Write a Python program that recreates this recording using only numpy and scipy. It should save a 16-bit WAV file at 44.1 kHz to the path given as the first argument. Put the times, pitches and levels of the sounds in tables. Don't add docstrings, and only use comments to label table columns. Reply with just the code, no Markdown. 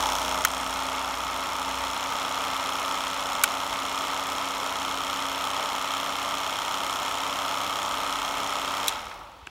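import sys
import numpy as np
from scipy import signal
from scipy.fft import rfft, irfft, next_fast_len
from scipy.io import wavfile
from scipy.ndimage import uniform_filter1d

SR = 44100
rng = np.random.default_rng(int(sys.argv[2]) if len(sys.argv) > 2 else 0)


def invert_db(x):
    u = np.asarray(x, float) / 20
    return 10 ** u


def inscribe(sig):
    pcm = np.round(np.clip(np.atleast_2d(sig).T, -1, 1) * 32767)
    wavfile.write(sys.argv[1], SR, pcm.astype(np.int16))


N = 418931
TIME = np.arange(N) / SR
POWER_OFF_S = 8.882


def curves(table):
    s, *columns = np.transpose(table)
    return [np.interp(TIME, s, column) for column in columns]


def noise():
    return rng.standard_normal(N)


def colour(x, points, bumps=(), lo_hz=0, hi_hz=SR):
    size = next_fast_len(N)
    hz = np.arange(size // 2 + 1) * SR / size + 1
    point_hz, point_db = np.transpose(points)
    db = np.interp(np.log(hz), np.log(point_hz), point_db)
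    for centre_hz, width_hz, lift_db in bumps:
        db += lift_db / (1 + (2 * (hz - centre_hz) / width_hz) ** 2)
    edges = (1 + (lo_hz / hz) ** 12) * (1 + (hz / hi_hz) ** 12)
    y = irfft(rfft(x, size) * invert_db(db) / np.sqrt(edges), size)[:N]
    return y / np.std(y[N // 2:3 * N // 4])


def ring(x, modes):
    out = np.zeros(N)
    for hz, t60_s, db in modes:
        pole = np.exp(2j * np.pi * hz / SR - np.log(1000) / (t60_s * SR))
        out += invert_db(db) * signal.lfilter([1], [1, -pole], x).imag
    return out


def walk(rate_hz):
    k = int(SR / rate_hz)
    steps = np.repeat(rng.standard_normal(N // k + 1), k)[:N]
    wander = uniform_filter1d(uniform_filter1d(steps, k), k)
    return wander / np.std(wander)


def push(x, hz, rise_s, late_s):
    t = np.arange(int(rise_s * SR)) / SR
    shape = np.sin(np.pi * t / rise_s) ** 2 * np.sin(2 * np.pi * hz * t)
    wait = np.zeros(int(late_s * SR))
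    return np.convolve(x, np.r_[wait, shape / np.sum(np.abs(shape))])[:N]


def fade(x, decay_s):
    return signal.lfilter([1], [1, -np.exp(-1 / (decay_s * SR))], x)


# start_s, nearness_db, lens_side (0-1), vent_side (0-1)
PHONE = [(0, 4, 0.9, 0.8), (.15, .5, 0.9, 1), (.3, 2, .8, 0.4), (.5, -1.5, 0.53, 0.2), (.85, 0.2, 0.25, 0),
         (1.1, -0.9, 0.1, 0), (1.6, -0.5, 0.18, 0), (2.3, 0.5, 0, 0.53), (4.4, 0, 0.06, 0.35),
         (5, 0, 0.04, 1), (9.5, 0.5, 0.02, 0.7)]


def phone_place():
    return curves(PHONE)


def beam(part):
    _, lens, vent = phone_place()
    away_db, lens_db, vent_db = part
    return away_db + lens_db * lens + vent_db * vent


# start_s, speed_turns_per_s
SHAFT = [(0, 31.468), (.5, 31.305), (1, 31.466), (2, 31.61), (3, 31.779), (4, 32.078), (5, 32.119),
         (6, 32.229), (7, 32.498), (8, 32.568), (8.88, 32.676), (9.05, 25.5), (9.24, 16), (9.5, 11.1)]


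def shaft_speed():
    return curves(SHAFT)[0]


# running_db, db_per_db_of_nearness, lens_side_db,
# speed_power (no unit), coasting_db_per_s
RANGES = [(-34, 0.46, 1.5, 0.26, -30.5), (-36.5, 1.04, -1, 1.27, -27), (-41.5, 0.6, 4, 1.6, -25)]


def heard():
    near_db, lens, _ = phone_place()
    running_turns_s = 32.676
    slowing_db = 20 * np.log10(np.minimum(shaft_speed() / running_turns_s, 1)) * (TIME > POWER_OFF_S)
    coasting_s = np.maximum(TIME - POWER_OFF_S, 0)
    return [db + near * near_db + side * lens + power * slowing_db + fall * coasting_s
            for db, near, side, power, fall in RANGES]


# pitch_hz, level_db (per Hz)
GARDEN = [(18, -45), (30, -6), (345, -3.5), (437, -18), (866, -23), (1010, -29.5), (1320, -3), (1630, -9),
          (3220, -7), (16000, -40)]


def garden():
    return invert_db(-57 + 0.86 * walk(4.4)) * colour(noise(), GARDEN)


# start_s (middle of the puff), level_db, length_s
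GUSTS = [(0, -61, .2), (.79, -69, .15), (1.8, -66, .2), (2.46, -65, .15), (3.2, -59, 0.22), (3.8, -61, .3),
         (4.3, -67, 0.28), (4.95, -59, 0.22), (6.24, -67, .5), (7.75, -64, 0.33), (8.6, -56, .5),
         (9.07, -54, .15), (9.3, -62, .2)]


def breeze():
    rumble = colour(noise(), [(20, -25), (33, -14), (46, 4), (62, -9), (90, -6), (200, -37)])
    level = invert_db(-66.5)
    for s, db, length_s in GUSTS:
        level = level + invert_db(db - 3.0) * np.exp(-((TIME - s) / length_s) ** 2)
    return level * rumble


# start_s, level_db, pitch_hz, t60_s
BUMPS = [
    (9.02, -56, 70, .08),
    (9.425, -40, 75, .1),
    (9.472, -43, 370, .04),
    (9.4718, -27.5, 1580, .012),
    (9.4718, -28, 2600, .008),
]


def bumps():
    out = np.zeros(N)
    for s, db, hz, t60_s in BUMPS:
        blow = np.zeros(N)
        blow[int(s * SR)] = 1
        out += ring(blow, [(hz, t60_s, db)])
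    return out


# start_s, level_db
HUM = [(0.0, -42.5), (0.71, -46), (0.92, -52), (1.27, -47), (1.48, -52), (1.82, -45), (2.04, -57),
       (3.8, -56), (9.5, -62)]


def mains_hum():
    hum = np.sin(2 * np.pi * (60 * TIME + 0.2 * walk(8.8)))
    return np.sqrt(2) * invert_db(curves(HUM)[0] - 2.5 + .9 * walk(4.4)) * hum


def panel_tone():
    buzz_hz, off_s = 623, .45
    level = invert_db(-44.5 + 11 * TIME) * (TIME < off_s)
    return np.sqrt(2) * level * np.sin(2 * np.pi * buzz_hz * TIME)


MOTOR_ORDERS = [1, 2, 6]
CAM_ORDERS = [5, 6, 13, 15, 18, 21, 31, 34, 37, 39, 41]
LINES_DB = [-66, -58.5, -48.5, -66, -59, -61.5, -61, -52, -48.5, -51.5, -55.5, -43, -45.5, -51.5]
# away_db, lens_side_db (added), vent_side_db (added)
MESH_BEAM = (1.5, -27, -.3)


def motor_and_gears(turns, low_db):
    motor_ratio = 17 / 12
    orders = [k * motor_ratio for k in MOTOR_ORDERS] + list(CAM_ORDERS)
    mesh_db = beam(MESH_BEAM)
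    out = np.zeros(N)
    for order, db in zip(orders, LINES_DB):
        level = invert_db(db + mesh_db * (order > 30) + 1.2 * walk(5))
        out += level * np.sin(2 * np.pi * (order * turns + rng.random()))
    unloaded_db = -6.5 * np.clip((TIME - POWER_OFF_S) / 0.076, 0, 1)
    return np.sqrt(2) * out * invert_db(low_db - np.median(low_db) + unloaded_db)


# pitch_hz, level_db (per Hz)
WASH = [(59, -27), (100, -13), (220, -9.5), (273, -4), (392, -6.5), (670, -3.5), (1240, -1), (1640, -13.5),
        (3180, -12), (4780, -23), (5430, -16), (10800, -33.5), (13300, -33), (15500, -44), (16500, -62)]
# pitch_hz, width_hz, lift_db
DUCTS = [(666, 48, 1.5), (896, 177, 7), (1265, 70, 2), (2167, 50, 6.5), (3140, 520, -2.5), (4170, 120, 5),
         (5330, 250, -3), (6700, 150, 1.5), (9750, 610, 11), (13200, 900, -3), (15300, 500, 3)]
# away_db, lens_side_db (added), vent_side_db (added)
DRONE_BEAM = (-63.5, 32, -.3)


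def wash(low_db, mid_db, top_db):
    deep = colour(noise(), WASH, hi_hz=445) * invert_db(low_db - 15 + 0.69 * walk(6.3))
    low = colour(noise(), WASH, DUCTS, 480, 1700) * invert_db(low_db + .6 * walk(9))
    mid = colour(noise(), WASH, DUCTS, 1553, 4940) * invert_db(mid_db + 0.51 * walk(40))
    top = colour(noise(), WASH, DUCTS, 5000) * invert_db(top_db - 7.5 + 1.0 * walk(150))
    drone = colour(noise(), [(600, -45), (820, 1), (900, 1), (980, 4), (1300, -33)])
    return deep + low + mid + top + invert_db(beam(DRONE_BEAM)) * drone


CONTACTS = {"crack": (9700, 6500, 0.0021), "fizz": (18400, 2100, 0.0014), "clack": (6100, 1400, 0.0018),
            "rattle": (5700, 7100, 0.0036), "knock": (3240, 910, .003), "thud": (1600, 1200, .002),
            "scuff": (1700, 2000, 0.013), "tap": (4300, 3000, .0008), "tock": (1900, 1700, 0.00089)}


def snap(contact):
    hz, width_hz, decay_s = CONTACTS[contact]
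    t = np.arange(1200) / SR
    edges = np.clip([hz - width_hz / 2, hz + width_hz / 2], 200, .45 * SR)
    band = signal.butter(2, edges, "bandpass", fs=SR, output="sos")
    burst = signal.sosfilt(band, rng.standard_normal(1200))
    return burst / np.std(burst) * np.exp(-t / decay_s) * np.minimum(t / 0.00013, 1)


# start_s, contact (name), snap_db, ring_db
TOGGLE = [(.089, "scuff", -28, -40), (.4494, "clack", -14.5, -40), (.4496, "crack", -10.5, -7.5),
          (.4497, "fizz", -9, -40), (.4505, "thud", -8, -40), (.4515, "rattle", -33, -33),
          (.455, "thud", -22, -16), (3.4365, "crack", -7.5, -41), (3.4367, "fizz", -14, -32),
          (3.4385, "knock", -12, -13), (3.4393, "crack", -15, -5.5), (3.4413, "rattle", -20, -14),
          (9.114, "scuff", -35.5, -40), (9.4694, "tap", -30, -59), (9.4718, "tock", -27, -45),
          (9.472, "rattle", -48, -60)]
# start_s, contact (name), snap_db, ring_db
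DETENT = [
    (8.8773, "fizz", -9, -40),
    (8.8812, "crack", -15.5, -6.5),
    (8.8823, "rattle", -18.5, -12),
    (8.8845, "fizz", -14, -18),
    (8.8925, "rattle", -30, -20),
]
# pitch_hz, t60_s, level_db
LID = [(1470, 0.0094, 10), (1840, 0.015, 1), (2285, 0.031, 1.5), (3160, 0.033, -6.5), (4030, 0.018, -4.5),
       (6280, 0.023, -6)]
# pitch_hz, t60_s, level_db
KNOB = [(2680, .03, -13), (3530, 0.024, -7), (3920, 0.019, -1), (5800, .015, 2), (8640, .02, -10)]


def switches():
    out, lid, knob = np.zeros((3, N))
    for rows, body, lift_db in ((TOGGLE, lid, -10), (DETENT, knob, -4)):
        for s, contact, snap_db, ring_db in rows:
            i = int(s * SR)
            out[i:i + 1200] += invert_db(snap_db) * snap(contact)[:N - i]
            body[i] = invert_db(ring_db + lift_db)
    out += ring(lid, LID) + ring(push(knob, 3900, 0.00054, 0), KNOB)
    return signal.sosfilt(signal.butter(4, 1150, "highpass", fs=SR, output="sos"), out)


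def blows(turns, place, scatter_db=1.1):
    chance = rng.standard_normal((300, 2))
    at = np.arange(300) + place + .001 * chance[:, 0]
    inside = at < turns[-1] - .05
    where = np.interp(at[inside], turns, np.arange(N))
    out = np.zeros(N)
    out[where.astype(int)] = invert_db(scatter_db * chance[inside, 1])
    return out


PLACES = [.808, .15, .182, .495, .598, .872, .112]
# casing_db, plate_db, spring_db, tick_db, tick_dulls_above_hz
KNOCKS = [(-0.5, -3.5, 4, 0.5, 18000), (-5, -13.5, -5, -6, 14000), (-13, -12, -2, 1.5, 13000),
          (-14.5, -57, -2.5, -5, 13000), (-7, -37, -4, -12.5, 11000), (-9.5, -10.5, -4.5, -5, 9500),
          (-21, -40, -15, -14, 17000)]
COASTING_DB = [-14, -8, -8, 8, 0, -14, -8]
# pitch_hz, t60_s, level_db
CASING = [(1162, 0.067, -11), (1287.3, 0.047, -3), (1069, 0.067, -18.5), (940, 0.014, -10),
          (1355, 0.08, -15.5), (690, 0.039, -8.5)]
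PLATE = [(3280, 0.0094, -1.5), (3730, 0.0025, -2.5), (2140, 0.011, -37)]
SPRING = [(5356, 0.016, -5), (6090, 0.0037, -17), (7300, 0.0075, -17)]
GATE = [(6370, .012, -6), (5900, 0.0057, -1)]
LATCH = [(8540, 0.014, 0)]
# pitch_hz, level_db (per Hz)
TICK = [(2650, -11), (4500, -3.5), (5240, -5.5), (6800, 2), (7750, -4), (9840, -5), (10700, -12),
        (11700, -5.5), (15200, -6.5), (16100, -15), (16500, -42)]
# away_db, lens_side_db (added), vent_side_db (added)
PLATE_BEAM = (-1.1, 4.4, 3)
SECOND_BEAM = (-17.5, .2, 20)
GATE_BEAM = (-60.5, 39.5, -.3)
MAIN_TICK_BEAM = (-2, 2.5, 3.5)
MAIN_CASING_BEAM = (0.69, 2.6, .1)


def claw(turns, low_db, mid_db, top_db):
    casing, plate, spring, tick, latch, spray = np.zeros((6, N))
    t, grit = np.arange(256) / SR, noise()
    lens = phone_place()[1]
    plate_db, second_db = beam(PLATE_BEAM), beam(SECOND_BEAM)
    latch_db = -28 - 88 * (lens - 0.57) ** 2 - 20 * (TIME > POWER_OFF_S)
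    slack = np.clip((TIME - POWER_OFF_S) / .25, 0, 1)
    slack_plate_db = -9 * slack ** 2
    for k, (place, row) in enumerate(zip(PLACES, KNOCKS)):
        hit_casing_db, hit_plate_db, hit_spring_db, tick_db, dull_hz = row
        hit = blows(turns, place)
        casing += invert_db(hit_casing_db + beam(MAIN_CASING_BEAM) * (k == 0)) * hit
        plate += invert_db(hit_plate_db + plate_db + second_db * (k == 1) + slack_plate_db) * hit
        spring += invert_db(hit_spring_db) * hit
        bright = invert_db(tick_db + COASTING_DB[k] * slack + beam(MAIN_TICK_BEAM) * (k == 0)) * hit
        tick += bright
        crack_shape = rng.standard_normal(len(t)) * np.exp(-t / 0.00086)
        crack = signal.oaconvolve(bright, crack_shape)[:N]
        rattle = (.4 * fade(bright, 0.00056) + 0.38 * fade(bright, 0.006)) * grit
        dull = signal.butter(2, min(dull_hz, .45 * SR), fs=SR, output="sos")
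        spray += signal.sosfilt(dull, 0.96 * crack + rattle)
        latch += hit * (k == 2)
    out = invert_db(low_db + 13.0) * ring(push(casing, 1143, 0.0026, 0.001298), CASING)
    out += invert_db(mid_db + 21) * ring(push(plate, 3330, 0.00093, .0001), PLATE)
    out += invert_db(top_db + 16.5) * ring(push(spring, 6320, 0.00097, 0), SPRING)
    out += invert_db(beam(GATE_BEAM)) * ring(tick, GATE) + invert_db(latch_db) * ring(latch, LATCH)
    out += invert_db(top_db) * colour(spray, TICK)
    return invert_db(-0.42 - 2.5 * lens - 0.5 * (TIME > POWER_OFF_S)) * out


def scene():
    turns = np.cumsum(shaft_speed()) / SR
    low_db, mid_db, top_db = heard()
    surroundings = garden() + breeze() + bumps()
    hums = mains_hum() + panel_tone() + motor_and_gears(turns, low_db)
    rush = wash(low_db, mid_db, top_db)
    knocks = claw(turns, low_db, mid_db, top_db)
    return (surroundings + hums + rush + switches() + knocks)[None]


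def top_cut(x):
    return signal.sosfilt(signal.butter(12, 17150, fs=SR, output="sos"), x)


def record(dry):
    ceiling = .7
    x = signal.sosfilt(signal.butter(4, 40, "highpass", fs=SR, output="sos"), dry)
    x = ceiling * np.tanh(x / ceiling)
    mix = signal.sosfilt(signal.ellip(8, .2, 30, 15800, fs=SR, output="sos"), x)
    return top_cut(mix)


dry = scene()
out = record(dry)
inscribe(out)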